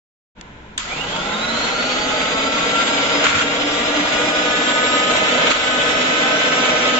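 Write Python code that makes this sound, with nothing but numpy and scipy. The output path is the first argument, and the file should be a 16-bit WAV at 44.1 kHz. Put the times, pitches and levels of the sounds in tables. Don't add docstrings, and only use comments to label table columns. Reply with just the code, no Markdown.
import sys
import numpy as np
from scipy import signal
from scipy.fft import rfft, irfft, next_fast_len
from scipy.io import wavfile
from scipy.ndimage import uniform_filter1d

SR = 44100
rng = np.random.default_rng(int(sys.argv[2]) if len(sys.argv) > 2 else 0)


def file_out(sig):
    cols = np.atleast_2d(sig).T
    lim = np.clip(cols, -1, 1)
    pcm = np.round(lim * 32767).astype(np.int16)
    wavfile.write(sys.argv[1], SR, pcm)


N = 308259
T = np.arange(N) / SR
SIZE = next_fast_len(N)
HZ = np.maximum(np.fft.rfftfreq(SIZE, 1 / SR), 1)
ON_S, FULL_TURNS_PER_S, CUTOFF_HZ = 0.78, 255, 7560

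# pitch in Hz, width in Hz, relative level in dB.
BLADE_MODES = [(900, 300, -9), (1500, 380, 1.5), (2650, 500, 0), (3600, 500, -7), (7200, 900, -13)]
# frequency in Hz, likeness from 0 to 1.
EAR_LIKENESS = [(40, .93), (120, .99), (230, .98), (300, .92), (390, .45), (500, .75), (650, .65),
                (800, .42), (1050, .22), (1250, .3), (1600, .1), (1800, .75), (2050, .12), (7000, .05)]
# frequency in Hz, lead of the left ear in radians.
LEFT_LEAD = [(230, 0), (320, .1), (390, .7), (500, .3), (650, 1.2), (850, .6), (1050, 1.7), (1200, .5),
             (1500, .4), (1680, -2.3), (1770, -2.4), (1820, -3), (2300, -2), (7000, -1.2)]


def motor():
    speed = rotor_speed()
    press, sawing, dip_db = cutting()
    angle = 2 * np.pi * np.cumsum(speed) / SR
    powered = np.clip((T - ON_S) / 0.022, 0, 1)
    tones = whine(angle, speed, dip_db)
    noise = rush(angle, speed, press, sawing, dip_db)
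    return powered * (tones + noise + strand_crunch(sawing) + blade_song(speed, sawing))


def rotor_speed():
    # time in seconds, turns per second.
    run_up = [(0.78, 22.7), (0.9, 100), (1, 126.7), (1.2, 156.5), (1.5, 184.3), (2, 209.3), (2.4, 220.5),
              (2.8, 228.1), (3.22, 232.8), (3.33, 230.5), (3.5, 231.5), (4, 239.8), (4.5, 246.1),
              (5.48, 254.1), (5.56, 252.1), (5.75, 250.9), (6.4, 255.5), (6.99, 254.2)]
    times, turns = np.transpose(run_up)
    knee_s = 0.07
    running_s = np.maximum(T - ON_S, 0)
    return np.interp(np.log(running_s + knee_s), np.log(times - ON_S + knee_s), turns)


def whine(angle, speed, dip_db):
    share = speed / FULL_TURNS_PER_S
    angle = angle + .01 * drift(60) / np.maximum(share, .68) ** 4
    shake = 1 + 5.3 * (1 - share)
    fan = fan_tones(angle, speed, shake)
    flaring = flaring_tones(angle, speed, shake)
    faint = share ** 1.5 * faint_harmonics(angle)
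    spun_up = 1 / (1 + (102 / speed) ** 10)
    rotor = fan + from_db(-.65 * dip_db) * (flaring + faint)
    return spun_up * rotor + commutator_whistle(angle, shake)


def fan_tones(angle, speed, shake):
    # time in seconds, level in dB.
    fifth = [(0.91, -62), (1.31, -30.5), (1.51, -38), (1.71, -36), (2.11, -46), (2.41, -32), (2.51, -43.1),
             (2.61, -33), (2.71, -46), (3.11, -34), (3.41, -48), (3.61, -34.5), (4.81, -28), (4.91, -22),
             (5.41, -33), (5.61, -39), (5.71, -32.5), (6.91, -27.5)]
    sixth = [(0.91, -50), (1.01, -34), (1.71, -43.5), (1.809, -42), (2.21, -33), (2.81, -22), (2.91, -30),
             (3.11, -30), (3.21, -41), (3.51, -29.5), (3.71, -42), (4.21, -28), (5.41, -31.5),
             (5.51, -34.5), (5.71, -26.5), (6.01, -33.5), (6.31, -24.5), (6.91, -32.5)]
    seventh = [(0.91, -36), (1.31, -42), (1.81, -30.5), (2.01, -46.5), (2.21, -37), (2.51, -36.0),
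               (2.61, -44), (2.81, -35.0), (3.21, -34), (3.31, -44.1), (4.21, -31.5), (4.31, -29),
               (4.71, -27), (5.41, -25.5), (5.61, -30), (6.11, -24.5), (6.21, -23.5), (6.91, -28)]
    out = np.zeros((2, N))
    for k, curve, pan_db in (5, fifth, .5), (6, sixth, 3), (7, seventh, -1):
        lead = at_hz(LEFT_LEAD, k * speed)
        partial = tone(k * angle, lead, pan_db, flutter=.22 * shake, sway=.24, swell_db=.5)
        out += from_db(in_time(curve)) * partial
    return out


def flaring_tones(angle, speed, shake):
    # multiple of rotor speed, base level at full speed in dB, change at standstill in dB,
    # left minus right in dB.
    harmonics = [(1, -48, -18, 1.5), (4, -43.5, 0, -0.5), (8, -40, -12, 1), (9, -38, -8.5, -0.5),
                 (30, -49, -10, -7.5)]
    low_hum = (1.235, -41.5, 1, 0)
    # centre in Hz, width in Hz, lift in dB.
    peaks_and_dips = [(224, 37, 8), (253, 6.9, 8.5), (291.8, 29.5, 12.5), (313.4, 6.3, -7.5),
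                      (848, 110, 12.5), (988, 64, -9.5), (1020, 24, 6), (1410, 120, 9.5), (1808, 13, 10.5),
                      (2074, 140, 5), (2200, 70, -5.5), (2270, 40, 4), (7440, 130, 9.5), (7500, 150, 10.5),
                      (7700, 160, -12)]
    flare_db = lift_db(peaks_and_dips, HZ)
    slowness = 1 - speed / FULL_TURNS_PER_S
    out = np.zeros((2, N))
    for k, db, slow_db, pan_db in [*harmonics, low_hum]:
        level = from_db(db + slow_db * slowness + np.interp(k * speed, HZ, flare_db))
        lead = at_hz(LEFT_LEAD, k * speed)
        sway = .24 * min(k / 4, 1)
        out += level * tone(k * angle, lead, pan_db, flutter=.22 * shake, sway=sway, swell_db=1.5)
    return out


def faint_harmonics(angle):
    # multiple of rotor speed, level at full speed in dB.
    harmonics = [(2, -40), (3, -41), (10, -38.5), (11, -38.5), (12, -37), (14, -39), (18, -44.5), (24, -48),
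                 (25, -48), (27, -48), (29, -44), (31, -46), (32, -43)]
    out = np.zeros((2, N))
    for k, db in harmonics:
        lead = np.arccos(at_hz(EAR_LIKENESS, k * FULL_TURNS_PER_S)) * rng.choice([-1, 1])
        out += from_db(db) * tone(k * angle, lead, pan_db=0, flutter=.4, sway=.55, swell_db=4.5)
    return out


def commutator_whistle(angle, shake, bars=22):
    # offset from the bar rate in multiples of rotor speed, relative level in dB.
    partials = [(0, 0), (1, -13), (-1, -4.5), (-2, -8)]
    # time in seconds, level in dB.
    level_curve = [(.82, -58), (.88, -38), (.925, -30.5), (.97, -38), (1.01, -32), (1.12, -39), (1.3, -33),
                   (1.43, -30.5), (1.6, -35), (1.85, -32.5), (2.4, -38), (3.2, -36.5), (3.33, -52),
                   (3.6, -39), (4, -40), (4.3, -36), (5, -39.5), (5.7, -41), (6.5, -36.5)]
    out = np.zeros((2, N))
    for offset, db in partials:
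        phase = (bars + offset) * angle
        out += from_db(db) * tone(phase, lead=-1.3, pan_db=-1, flutter=.25 * shake, sway=.4, swell_db=2.5)
    return from_db(in_time(level_curve)) * out


def rush(angle, speed, press, sawing, dip_db):
    # time in seconds, lift in dB.
    swell_curve = [(1, -1), (1.35, -1), (1.75, 1), (2.4, -0.1), (3, 1.8), (3.6, -1.5), (4.1, 0.4),
                   (4.8, 0.7), (6.5, 1.5)]
    swell_db = in_time(swell_curve)
    share = speed / FULL_TURNS_PER_S
    rumble, rasp, hiss = housing_noise(share)
    rasp, hiss = reflections(rasp), reflections(hiss)
    rasp, hiss = worn_surface(rasp, speed, repeat=.19), worn_surface(hiss, speed, repeat=.38)
    throb = np.cos(angle) + .5 * np.cos(2 * angle) + .5 * np.cos(3 * angle)
    flicker_db = 1.1 * drift(24)
    scrape = unit_rms(np.exp(.031 * throb)) * from_db(flicker_db + 2.5 * press - .1 * dip_db)
    sparks_db = 17 * np.exp(-np.maximum(T - ON_S, 0) / .031)
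    airflow = 1 / (1 + (72 / speed) ** 6)
    rumble *= airflow * from_db(-22 - 21 * (1 - share) + 2.5 * press - dip_db)
    rasp *= from_db(-20 - 16 * (1 - share) + .5 * sawing + swell_db * .69 + sparks_db)
    hiss *= from_db(-32.5 - 7 * (1 - share) + 5 * sawing + swell_db + sparks_db)
    return rumble + scrape * (rasp + hiss)


def housing_noise(share):
    # frequency in Hz, relative noise density in dB.
    colour = [(60, -29.5), (120, -13), (165, -6), (350, -6.5), (560, -4), (850, -5), (1500, 1),
              (2400, -2.5), (3450, -3), (4050, -7), (4250, -1.5), (5700, -9), (7000, -2.5), (7500, -4.5)]
    # centre in Hz, width in Hz, lift in dB.
    resonances = [(246.6, 14, 10.5), (291.6, 29, 10.5), (482, 64, 10), (625, 102, 11.5), (787, 24, 5.5),
                  (1010, 57, 3), (1123, 110, -3), (1663, 550, -4), (1850, 130, -3), (1960, 44, 6.5)]
    plain = stereo_noise() * from_db(at_hz(colour, HZ))
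    housed = plain * from_db(lift_db(resonances, HZ))
    bands = (HZ < 900, (HZ >= 900) & (HZ < 4100), (HZ >= 4100) & (HZ < CUTOFF_HZ))
    low, middle, high = [waveform(housed * band) for band in bands]
    low = share ** 2 * low + (1 - share ** 2) * waveform(plain * bands[0])
    return low, middle, high


def worn_surface(noise, speed, repeat):
    once, twice = [np.array([np.interp(T - turns / speed, T, ear) for ear in noise]) for turns in (1, 2)]
    return unit_rms(noise + repeat * once + repeat / 2 * twice)


def cutting(press_s=.22, gives_after_s=.02, recover_s=.1):
    # start in seconds, sawing time in seconds, dip of the rumble in dB.
    cuts = [(3.238, 0.2, 5), (5.499, 0.032, 9)]
    press, sawing, dip_db = np.zeros((3, N))
    for start, length, depth_db in cuts:
        since = T - start - gives_after_s
        press += (since < 0) * np.exp(-np.abs(since) / press_s)
        sawing += (T > start) & (T < start + length)
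        dip_db += (since >= 0) * depth_db * np.exp(-np.abs(since) / recover_s)
    return uniform_filter1d(np.array([press, sawing, dip_db]), size=600)


def blade_bites():
    # start in seconds, length in seconds, level in dB.
    bites = [(3.24, .006, -10.5), (3.254, .008, -11), (3.265, .007, -9.5), (3.291, .007, -18.5),
             (3.326, .007, -18), (3.35, .016, -17), (3.397, .005, -17.5), (3.414, .017, -20),
             (5.511, .013, -14.5)]
    shudder = [(3.25, .19, -33)]
    # pitch in Hz, width in Hz, relative level in dB.
    plate_mode = [(91, 10, 0)]
    return strikes(bites, BLADE_MODES) + strikes(shudder, plate_mode)[0]


def strand_crunch(sawing, strands_per_s=350):
    snaps = np.flatnonzero(rng.random(N) < sawing * strands_per_s / SR)
    sizes = from_db(.5 * np.minimum(rng.exponential(1, N)[snaps], 3))
    signs = rng.choice([-1, 1], (2, N))[:, snaps]
    push = np.zeros((2, N))
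    push[:, snaps] = unit_rms(sizes * signs) * np.sqrt(SR / strands_per_s)
    return from_db(-22) * resonate(push, BLADE_MODES)


def blade_song(speed, sawing, hz=1398, width_hz=160):
    in_range = np.exp(-((speed - 189) / 36) ** 2)
    level = from_db(-41) + from_db(-33) * in_range + from_db(-28) * sawing
    return level * waveform(stereo_noise() / (1 + (2 * (HZ - hz) / width_hz) ** 2))


def tick_and_switch():
    # start in seconds, length in seconds, level in dB.
    tick = [(.411, 0.0031, -29.5)]
    contacts = [(.7768, 0.006, -13.5), (.796, 0.0073, -35)]
    # pitch in Hz, width in Hz, relative level in dB.
    tick_modes = [(1830, 200, -1), (3200, 1600, 0), (6860, 900, -4)]
    switch_modes = [(1420, 120, 2), (1790, 75, 5), (2850, 200, 5), (3500, 110, 7.5), (4480, 410, -2),
                    (6270, 250, 2), (7300, 240, 4), (8350, 420, -1.5)]
    return (strikes(tick, tick_modes) + strikes(contacts, switch_modes)) * from_db([[-1.5], [1.5]])


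def reflections(x, strength=.32, sway_s=.0001, count=5):
    out = x.copy()
    for ear in (0, 1):
        for delay in rng.uniform(.002, .016, count):
            gain = strength * rng.choice([-1, 1])
            out[ear] += gain * np.interp(T - delay - sway_s * drift(.35), T, x[ear])
    return unit_rms(out)


def room_air():
    # frequency in Hz, relative noise density in dB.
    colour = [(20, -6.5), (42, -2), (54, -2.5), (66, -2.5), (100, -8.5), (230, -7), (400, -14.5),
              (800, -16.5), (1000, -11), (1150, -24), (1450, -14.5), (2200, -19.5), (3800, -26),
              (4600, -37), (7500, -37)]
    # time in seconds, relative level in dB.
    level_curve = [(0.5, -45.5), (1.7, -44.5), (2.6, -46), (2.95, -49), (3.7, -45.5), (5.1, -49),
                   (5.8, -44), (6.2, -52), (6.8, -48.5)]
    return from_db(in_time(level_curve) + 6.5) * waveform(stereo_noise() * from_db(at_hz(colour, HZ)))


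def tone(angle, lead, pan_db, flutter, sway, swell_db):
    phase = angle + rng.uniform(0, 2 * np.pi) + flutter * drift(19)
    turn = lead / 2 + sway * drift(.83)
    lean = sway * drift(1.44)
    side = np.array([[1], [-1]])
    ears = np.cos(phase + side * turn) * (1 + side * lean) * from_db(side * pan_db / 2)
    level = (1 + flutter * drift(19.7)) * from_db(swell_db * np.tanh(drift(2.4)))
    return ears * unit_rms(level) * np.sqrt(2 / (1 + sway ** 2))


def strikes(events, modes):
    push = np.zeros((2, N))
    for start, length, db in events:
        during = (T > start) & (T < start + 2 * length)
        push[:, during] += from_db(db) * np.exp(-((T[during] - start) / length) ** 4)
    return resonate(push * rng.standard_normal((2, N)), modes)


def resonate(push, modes):
    total = np.sqrt(sum(from_db(db) ** 2 for _, _, db in modes))
    body = 0
    for k, (hz, width, db) in enumerate(modes):
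        r = np.exp(-np.pi * width / SR)
        ring = signal.lfilter([1, 0, -1], [1, -2 * r * np.cos(2 * np.pi * hz / SR), r * r], push + 1e-18)
        body += (-1) ** k * from_db(db) / total * np.sqrt((1 - r * r) / 2) * ring
    return body


def stereo_noise():
    # frequency in Hz, left minus right in dB.
    balance = [(100, 0), (350, -.4), (450, 2), (630, -1.5), (780, 1.2), (950, -.4), (1500, .6),
               (2600, -1.3), (4000, .3), (7000, -2)]
    mid, side = rfft(rng.standard_normal((2, SIZE)))
    alike = at_hz(EAR_LIKENESS, HZ)
    ears = np.sqrt(1 + alike) * mid + np.sqrt(1 - alike) * np.array([side, -side])
    left = from_db(at_hz(balance, HZ) / 2) * np.exp(.5j * at_hz(LEFT_LEAD, HZ))
    return ears * np.array([left, 1 / left])


def drift(hz, hop=100):
    r = np.exp(-2 * np.pi * hz * hop / SR)
    noise = rng.standard_normal(N // hop + 1002)
    slow = unit_rms(signal.lfilter([1], [1, -2 * r, r * r], noise)[1000:])
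    return (slow[:-1, None] + np.diff(slow)[:, None] * np.arange(hop) / hop).ravel()[:N]


def lift_db(peaks_and_dips, hz):
    return sum(db / (1 + (2 * (hz - centre) / width) ** 2) for centre, width, db in peaks_and_dips)


def low_pass(x, hz):
    return signal.sosfilt(signal.ellip(12, .1, 80, hz, fs=SR, output="sos"), x)


def waveform(spectrum):
    return unit_rms(irfft(spectrum)[:, :N])


def in_time(curve):
    return np.interp(T, *np.transpose(curve))


def at_hz(curve, hz):
    points_hz, values = np.transpose(curve)
    return np.interp(np.log(hz), np.log(points_hz), values)


def from_db(db):
    return np.exp(np.asarray(db) * (np.log(10) / 20))


def unit_rms(x):
    return x / np.sqrt(np.mean(x ** 2) + 1e-20)


def scene():
    running = blade_bites() + motor() + room_air()
    return low_pass(running, CUTOFF_HZ) + tick_and_switch()


def record(dry):
    opens_s, fade_s = .349, .042
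    opened = dry * np.clip((T - opens_s) / fade_s, 0, 1)
    rounded = opened / (1 + (opened / .85) ** 8) ** (1 / 8)
    return low_pass(rounded, hz=8400)


dry = scene()
out = record(dry)
file_out(out)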